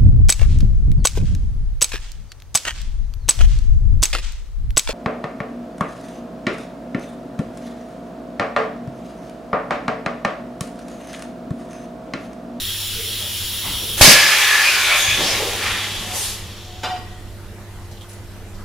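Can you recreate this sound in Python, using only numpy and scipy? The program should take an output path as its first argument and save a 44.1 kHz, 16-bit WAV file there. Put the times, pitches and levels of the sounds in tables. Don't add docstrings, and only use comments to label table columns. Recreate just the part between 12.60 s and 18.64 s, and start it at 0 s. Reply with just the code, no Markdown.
import sys
import numpy as np
from scipy import signal
from scipy.fft import rfft, irfft, next_fast_len
from scipy.io import wavfile
from scipy.ndimage import uniform_filter1d

SR = 44100
rng = np.random.default_rng(int(sys.argv[2]) if len(sys.argv) > 2 else 0)


def level_to_linear(level):
    exponent = np.asarray(level, float) / 20
    return 10 ** exponent


def transcribe(signal):
    frames = np.atleast_2d(signal).T
    limited = np.clip(frames, -1, 1)
    pcm = np.round(limited * 32767).astype(np.int16)
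    wavfile.write(sys.argv[1], SR, pcm)


N = 266476

# frequency in Hz, density in dB per Hz.
ROOM_COLOUR = [(9, -24), (15, 1), (54, -12), (90, -9), (132, -18), (198, -17.5), (315, -24.5), (530, -24.5),
               (893, -27.5), (2010, -31.5), (2190, -32.5), (6000, -39.5), (14000, -43), (15300, -51)]
# frequency in Hz, level in dB.
HUM = [
    (80, -49.5),
    (100, -39.5),
    (200, -51.5),
    (349, -51),
    (400, -59),
    (602, -63),
    (2010, -67),
]
# frequency in Hz, likeness from 0 to 1.
LIKENESS_ROOM = [(60, 0.75), (150, 1), (380, 0.98), (940, 0.99), (2370, 0.42), (5930, 0.28), (14800, 0.08)]
LIKENESS_LEAK = [(60, 0.94), (150, 0.97), (380, 1.0), (940, 1.0), (2370, 1), (5930, 0.66), (14800, 0.11)]
LIKENESS_BLAST = [(60, 0.95), (130, 1), (290, 1), (640, 1), (1400, 0.97), (3080, 0.83), (6760, 0.38),
                  (14800, 0.037)]
# frequency in Hz, left over right in dB.
STEREO_TILT = [(60, -1.2), (240, 0.0), (940, 0.35), (3740, 0.41), (14800, -0.3)]
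# start in seconds, level in
# dB, centre in Hz, width in Hz, time to fall 60 dB in seconds.
SCUFFS = [(0.341, -37, 445, 80, 0.82), (0.588, -39, 496, 600, 0.89), (1.0, -39.5, 140, 80, 2),
          (1.02, -33, 955, 696, 0.96), (1.028, -34.5, 246, 307, 1.07), (1.03, -33, 2090, 500, .5),
          (1.19, -36.5, 443, 200, 0.96), (1.412, -13.5, 200, 300, 0.5), (1.472, -10, 212, 252, 0.19),
          (1.61, -36, 153, 60, 0.45), (2.27, -30.5, 634, 248, 1.1), (2.47, -29, 89, 60, 0.43),
          (2.572, -25, 300, 354, 0.72), (2.57, -31.5, 160, 70, 0.54), (2.63, -26, 587, 300, 0.62),
          (2.78, -23, 447, 260, 0.91), (2.899, -41, 201, 200, 3), (3.399, -36, 200, 61, 0.32),
          (1.43, -16.5, 566, 200, 0.71), (2.0, -37, 600, 90, 2.5), (1.03, -35, 50, 50, 2)]
# start in seconds, level in dB, centre in Hz,
# width in Hz, time to fall 60 dB in seconds.
BRUSHES = [(2.379, -38, 10500, 1500, .5), (4.8, -56, 6000, 6000, .03), (5.31, -46, 5000, 5000, 0.33),
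           (5.37, -46, 3300, 1500, 0.14), (5.408, -39, 3230, 900, 0.15), (5.41, -46, 8000, 6000, 0.22),
           (5.44, -44, 1310, 300, 0.15), (5.485, -46, 10150, 500, 0.4), (5.49, -44, 6000, 9000, 0.42),
           (5.53, -42, 7500, 7000, 0.14), (5.71, -55, 4000, 4000, .4), (5.94, -49, 5000, 4000, 0.42),
           (5.992, -38.5, 1170, 400, .22)]
TANK_HZ = [888, 1021, 1110, 1420, 1539, 1914, 2374, 2589, 2850, 3057, 3117, 3556, 3908, 4036, 4775, 4820,
           5100, 5459, 6560, 7144, 9000, 10100]
# level in dB, time to fall 60 dB in seconds.
TANK_MODES = [(-7, 0.45), (-13, 0.59), (-9, 0.47), (-6, 0.27), (-3.5, 0.27), (-13.5, 1.4), (-6.5, 0.37),
              (-12, 0.47), (-3, 0.3), (-6, 0.38), (-7, 0.35), (-2.5, 0.28), (-2.5, 0.14), (1.5, 0.15),
              (-6, 0.28), (-9, 0.19), (-9, 0.25), (-9, 0.23), (-14, .2), (-10, 0.1), (-24, 0.12),
              (-23, 0.088)]
# time in seconds, level in dB.
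KNOCKS = [
    (4.232, -21.5),
    (4.241, -27),
    (4.252, -27),
    (4.264, -36),
    (4.276, -37),
    (4.288, -33),
    (4.3, -35),
    (4.318, -39),
    (4.335, -39),
    (4.36, -35),
]
# peak in seconds, half length in seconds, level in dB.
DRONE = [
    (3.458, .02, -41),
    (3.522, .04, -36),
    (4.17, 0.16, -46),
    (4.261, 0.024, -29),
    (4.331, 0.041, -24.5),
    (4.422, 0.045, -42),
    (4.526, 0.024, -42.5),
    (4.575, 0.036, -51),
    (4.66, 0.043, -56),
]
# time in seconds, level in dB.
LEAK_LEVEL = [
    (0, -26.5),
    (1.36, -26.5),
    (2.3, -29.5),
    (2.9, -30.5),
    (3.5, -38.5),
    (4.222, -41.5),
    (4.236, -40),
    (4.434, -50.5),
    (4.7, -55),
    (5.0, -70),
]
# frequency in Hz, density in dB per Hz.
LEAK_COLOUR = [(710, -38), (1200, -11), (2480, -10.5), (3340, -0.5), (6120, -5.5), (9470, -5.5),
               (10500, -5.5), (12200, -6), (15300, -2.5)]
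# frequency in Hz, width in Hz, boost in dB.
FITTING_MODES = [(3080, 2300, 11.4), (5540, 420, 6.9), (7000, 590, 4.2), (10600, 1160, 10.2),
                 (14900, 3900, 5.2)]
# time in seconds, peak in dB, swing in Hz.
POP = [
    (1.411, 0.5, 94),
]
# peak in seconds, half length in seconds, pitch in Hz,
# level in dB, drift in Hz per second.
HOSE_NOTES = [(1.424, 0.12, 2210, -12.5, 98), (1.464, 0.064, 4800, -5.5, 3000), (1.5, 0.1, 1676, -18, 100),
              (1.595, 0.13, 4750, -20.5, 100), (1.7, 0.33, 2310, -21.5, 100), (1.715, 0.21, 1740, -23, 200),
              (1.964, 0.12, 1756, -18, 100), (2.068, 0.052, 2410, -19.5, 2000),
              (2.09, 0.14, 4540, -23.5, 100), (2.238, 0.24, 2370, -22.5, -300),
              (2.297, 0.14, 3560, -24.5, -200), (2.4, 0.28, 1716, -32, 100), (2.45, 0.12, 6510, -25, -2500),
              (2.524, 0.14, 3390, -21.5, 100), (2.526, 0.062, 2500, -21, 500),
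              (2.7, 0.068, 5150, -27.5, -4000), (2.73, .07, 2290, -26.5, -1000),
              (2.896, .1, 3680, -36, 100), (3.277, 0.25, 3410, -31, -1000), (3.63, 0.072, 9050, -29, -2000),
              (3.58, 0.053, 6100, -33, 100), (2.15, 0.15, 1593, -24.5, -500)]
# pitch in Hz, width in Hz.
NOTE_WIDTH = [(1750, 150), (2300, 380), (3500, 630), (4800, 2100), (5150, 880), (6500, 550), (9200, 1400)]
BLAST_EDGES_HZ = [380, 950, 3000, 6500]
# frequency in Hz, density in dB per Hz.
BLAST_COLOUR = [(59, -37), (100, -13), (123, 16), (312, -5), (446, -9), (495, -11), (1420, -11), (1830, -7),
                (1990, -7.5), (2350, -8.5), (8140, -12.5), (11400, -9), (15300, -16)]
# creep in dB, surge in dB, late surge decay in dB per second,
# flow in dB, flow sag in dB per second.
JET_BANDS = [
    (-30, -18, 251, -36.5, 3),
    (-30, -15.5, 53, -15.5, 10.5),
    (-29, -7.5, 151, -19, 8.5),
    (-22, -8.5, 204, -25, 7),
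]
# peak in seconds, half length in seconds, centre in Hz,
# level in dB.
GUSTS = [(1.967, 0.18, 1680, -26), (2.331, 0.068, 1720, -19.5), (2.39, 0.045, 9000, -27.5),
         (2.51, 0.039, 4700, -29.5), (2.608, 0.05, 650, -29), (2.685, 0.12, 3470, -22.5),
         (2.788, 0.19, 600, -32.5), (3.077, .1, 2150, -22), (3.178, 0.12, 2200, -28),
         (3.575, 0.058, 7500, -28), (3.658, 0.11, 6260, -28.5), (3.56, .06, 600, -38)]

POP_S = POP[0][0]
QUICK = 0.79


def evened(x):
    return x / np.sqrt(np.mean(x ** 2) + 1e-20)


def read(points, hz):
    f, value = np.transpose(points)
    return np.interp(np.log(hz + 1), np.log(f + 1), value)


def hump(t, peak, half):
    return np.exp(-((t - peak) / (half * np.where(t < peak, QUICK, 1))) ** 2)


def wander(hz):
    size = next_fast_len(N)
    z = rfft(rng.standard_normal(size))
    slow = z / (1 + (np.fft.rfftfreq(size, 1 / SR) / hz) ** 2)
    return evened(irfft(slow, size)[:N])


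def resonate(x, hz, width):
    turn = np.exp(2j * np.pi * np.cumsum(hz * np.ones(x.shape[-1])) / SR)
    r = np.exp(-np.pi * width / SR)
    return 2 * (turn * signal.lfilter([1 - r], [1, -r], x / turn)).real


def coloured(x, gain):
    size = next_fast_len(N)
    z = rfft(x, size) * gain(np.fft.rfftfreq(size, 1 / SR))
    return evened(irfft(z, size)[:, :N])


def echoes(t60, wet_db):
    t = np.arange(SR // 3) / SR
    tail = rng.standard_normal(len(t)) * level_to_linear(-60 * t / t60) * (t > .003)
    tail *= level_to_linear(wet_db) / np.linalg.norm(tail)
    tail[0] = 1
    return tail / np.linalg.norm(tail)


def air(likeness, patchy_db, wet_db, pan_db=0):
    frames, hz = N // 256 + 5, np.fft.rfftfreq(1024, 1 / SR)
    a, b, c, d, patches = rng.standard_normal((frames, 513, 5)).T
    patches = uniform_filter1d(patches, size=10, axis=0)
    patches = evened(uniform_filter1d(patches, size=14, axis=1))
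    same = np.clip(read(likeness, hz), -1, 1)[:, None]
    left = a + 1j * b
    right = same * left + np.sqrt(1 - same ** 2) * (c + 1j * d)
    lean_db = (read(STEREO_TILT, hz)[:, None] + pan_db) / 2
    z = np.array([left, right]) * level_to_linear(patchy_db * patches + np.array([lean_db, -lean_db]))
    x = signal.istft(z, nperseg=1024, noverlap=768)[1][:, :N]
    return signal.oaconvolve(x, echoes(0.29, wet_db)[None], axes=1)[:, :N]


def room():
    t = np.arange(N) / SR
    wash = air(LIKENESS_ROOM, patchy_db=1.85, wet_db=-10.0, pan_db=-0.5)
    wash = coloured(wash, lambda hz: level_to_linear(read(ROOM_COLOUR, hz)))
    hum = 0
    for hz, db in HUM:
        level = level_to_linear(db + 0.44 * wander(hz=4.8)) * np.sqrt(2)
        hum = hum + level * np.sin(2 * np.pi * (hz * t + 0.023 * wander(hz=1.1)))
    hum = hum * level_to_linear(np.array([[-.8], [.8]]))
    fall_s, hold_s, back_s, depth_db = 0.23, 0.51, 0.52, -10
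    duck_db = np.interp(t, POP_S + np.cumsum([0, fall_s, hold_s, back_s]), [0, depth_db, depth_db, 0])
    return level_to_linear(0.86 * duck_db - 37) * wash + level_to_linear(duck_db) * hum


def rustles():
    out, t = np.zeros((2, N)), np.arange(SR * 2 // 3) / SR
    for table, rise in [(SCUFFS, 0.039), (BRUSHES, 0.012)]:
        for s, db, hz, width, t60 in table:
            mid, side = rng.standard_normal((2, len(t)))
            wide = np.clip(hz / 9000, 0, 1)
            puff = mid + wide * np.array([side, -side])
            puff = evened(resonate(resonate(puff, hz, width), hz, width))
            puff = puff * np.minimum(t / (rise * t60), 1) * level_to_linear(db - 60 * t / t60)
            part = out[:, round(s * SR):][:, :len(t)]
            part += puff[:, :part.shape[1]]
    return out


def knock_ring(since, rise, t60):
    energy = 0
    for u, (_, db) in zip(since, KNOCKS):
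        energy = energy + np.minimum(u / rise, 1) * level_to_linear(2 * db - 120 * u / t60)
    return np.sqrt(energy)


def tank():
    t, when = np.arange(SR) / SR, np.transpose(KNOCKS)[0]
    since = np.maximum(t + when[0] - when[:, None], 0)
    rattle = knock_ring(since, 0.003, 0.24) * rng.standard_normal(SR)
    clank = level_to_linear(4.5) * resonate(resonate(rattle, 910, 1050), 1100, 3000)
    clank += level_to_linear(-4) * resonate(resonate(rattle, 2300, 2300), 2600, 3600)
    clank += level_to_linear(-20) * resonate(resonate(rattle, 5200, 2000), 5200, 2500)
    for hz, (db, t60) in zip(TANK_HZ, TANK_MODES):
        beat, turn = rng.random(2)
        pair = 1 + 0.97 * np.cos(2 * np.pi * ((8 + 14 * beat) * t + turn))
        tone = pair * np.sin(2 * np.pi * (hz * t + turn))
        clank += level_to_linear(db - 9.0) * knock_ring(since, 0.0048, t60) * tone
    out = np.zeros((2, N))
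    for ear in out:
        ear[round(when[0] * SR):][:SR] = signal.oaconvolve(clank, echoes(0.68, wet_db=-6.5))[:SR]
    note = np.sqrt(2) * np.sin(2 * np.pi * np.cumsum(732 + 4 * wander(hz=15)) / SR)
    bowing = sum(level_to_linear(db) * hump(np.arange(N) / SR, s, half) for s, half, db in DRONE)
    return out + note * bowing


def leak():
    def gain(hz):
        modes_db = sum(db / (1 + (2 * (hz - f) / w) ** 2) for f, w, db in FITTING_MODES)
        return level_to_linear(read(LEAK_COLOUR, hz) + modes_db)

    jet = coloured(air(LIKENESS_LEAK, patchy_db=1.5, wet_db=-6.5), gain)
    body = signal.oaconvolve(jet, signal.firwin(63, 7800, fs=SR)[None], "same")
    s, db = np.transpose(LEAK_LEVEL)
    level_db = np.interp(np.arange(N) / SR, s, db)
    fizz = level_to_linear(0.99 * np.minimum(level_db + 26.0, 0)) * (jet - body)
    return level_to_linear(level_db + 2.0) * (body + fizz)


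def pop():
    out, t = np.zeros(N), np.arange(6000) / SR
    for s, db, hz in POP:
        flutter = 1.5 * np.cos(2 * np.pi * 650 * t) * level_to_linear(-60 * t / 0.018)
        swing = np.sin(2 * np.pi * hz * t) * level_to_linear(-60 * t / 0.051)
        swing += 0.15 * np.sin(2 * np.pi * 35 * t) * level_to_linear(-60 * t / 0.34)
        out[round(s * SR):][:6000] += level_to_linear(db + 2) * (flutter - swing)
    return out


def hose():
    jet = air(LIKENESS_BLAST, patchy_db=2.0, wet_db=-1.5)
    out, t = np.zeros((2, N)), np.arange(N) / SR
    for s, half, hz, db, drift in HOSE_NOTES:
        on = (abs(t - s) < 3 * half) & (t > POP_S)
        bend, width = hz + drift * (t[on] - s), read(NOTE_WIDTH, hz)
        note = evened(resonate(resonate(jet[:, on], bend, width), bend, width))
        out[:, on] += level_to_linear(db) * hump(t[on], s, half) * note
    return out


def band_level(t, lo, hi, creep_db, surge_db, dies, flow_db, sags):
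    since = t - POP_S
    creep = np.clip((t - 1.37) / 0.0092, 0, 1) * level_to_linear(creep_db + 150 * np.minimum(since, 0))
    surge = level_to_linear(surge_db - 48 * since - dies * np.maximum(since - 0.11, 0))
    flow = level_to_linear(flow_db - sags * since - 34 * np.maximum(t - 3.66, 0))
    gusts = 0
    for s, half, hz, db in GUSTS:
        octaves = np.log2(np.sqrt(lo * hi) / hz)
        gusts = gusts + (level_to_linear(db - 7 * (octaves / 0.81) ** 2) * hump(t, s, half)) ** 2
    return np.where(since < 0, creep, np.sqrt(surge ** 2 + flow ** 2 + gusts))


def blast():
    jet, out, t = air(LIKENESS_BLAST, patchy_db=0.0, wet_db=-3.0), 0, np.arange(N) / SR
    edges = list(BLAST_EDGES_HZ) + [12500, SR]
    levels = [band_level(t, lo, hi, *band) for lo, hi, band in zip(edges, edges[1:], JET_BANDS)]
    levels.append(levels[-1] * level_to_linear(-12 - 5.8 * np.clip(t - 2.2, 0, 2)))
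    for lo, hi, level in zip(edges, edges[1:], levels):
        def gain(hz):
            share = np.sqrt(1 / (1 + (lo / (hz + 1)) ** 10) - 1 / (1 + (hi / (hz + 1)) ** 10))
            return share * level_to_linear(read(BLAST_COLOUR, hz))

        out = out + level * coloured(jet, gain)
    return out * level_to_linear(.5 * wander(hz=25))


def scene():
    return room() + rustles() + tank() + leak() + pop() + hose() + blast()


def roll_off(x):
    return signal.sosfilt(signal.butter(12, 15450, fs=SR, output="sos"), x)


def record(dry):
    clipped = dry / (1 + (np.abs(dry) / .95) ** 6) ** (1 / 6)
    band_limit = signal.firwin(511, 15900, window=("kaiser", 9), fs=SR)
    mix = signal.oaconvolve(clipped, band_limit[None], "same")
    return roll_off(mix)


dry = scene()
out = record(dry)
transcribe(out)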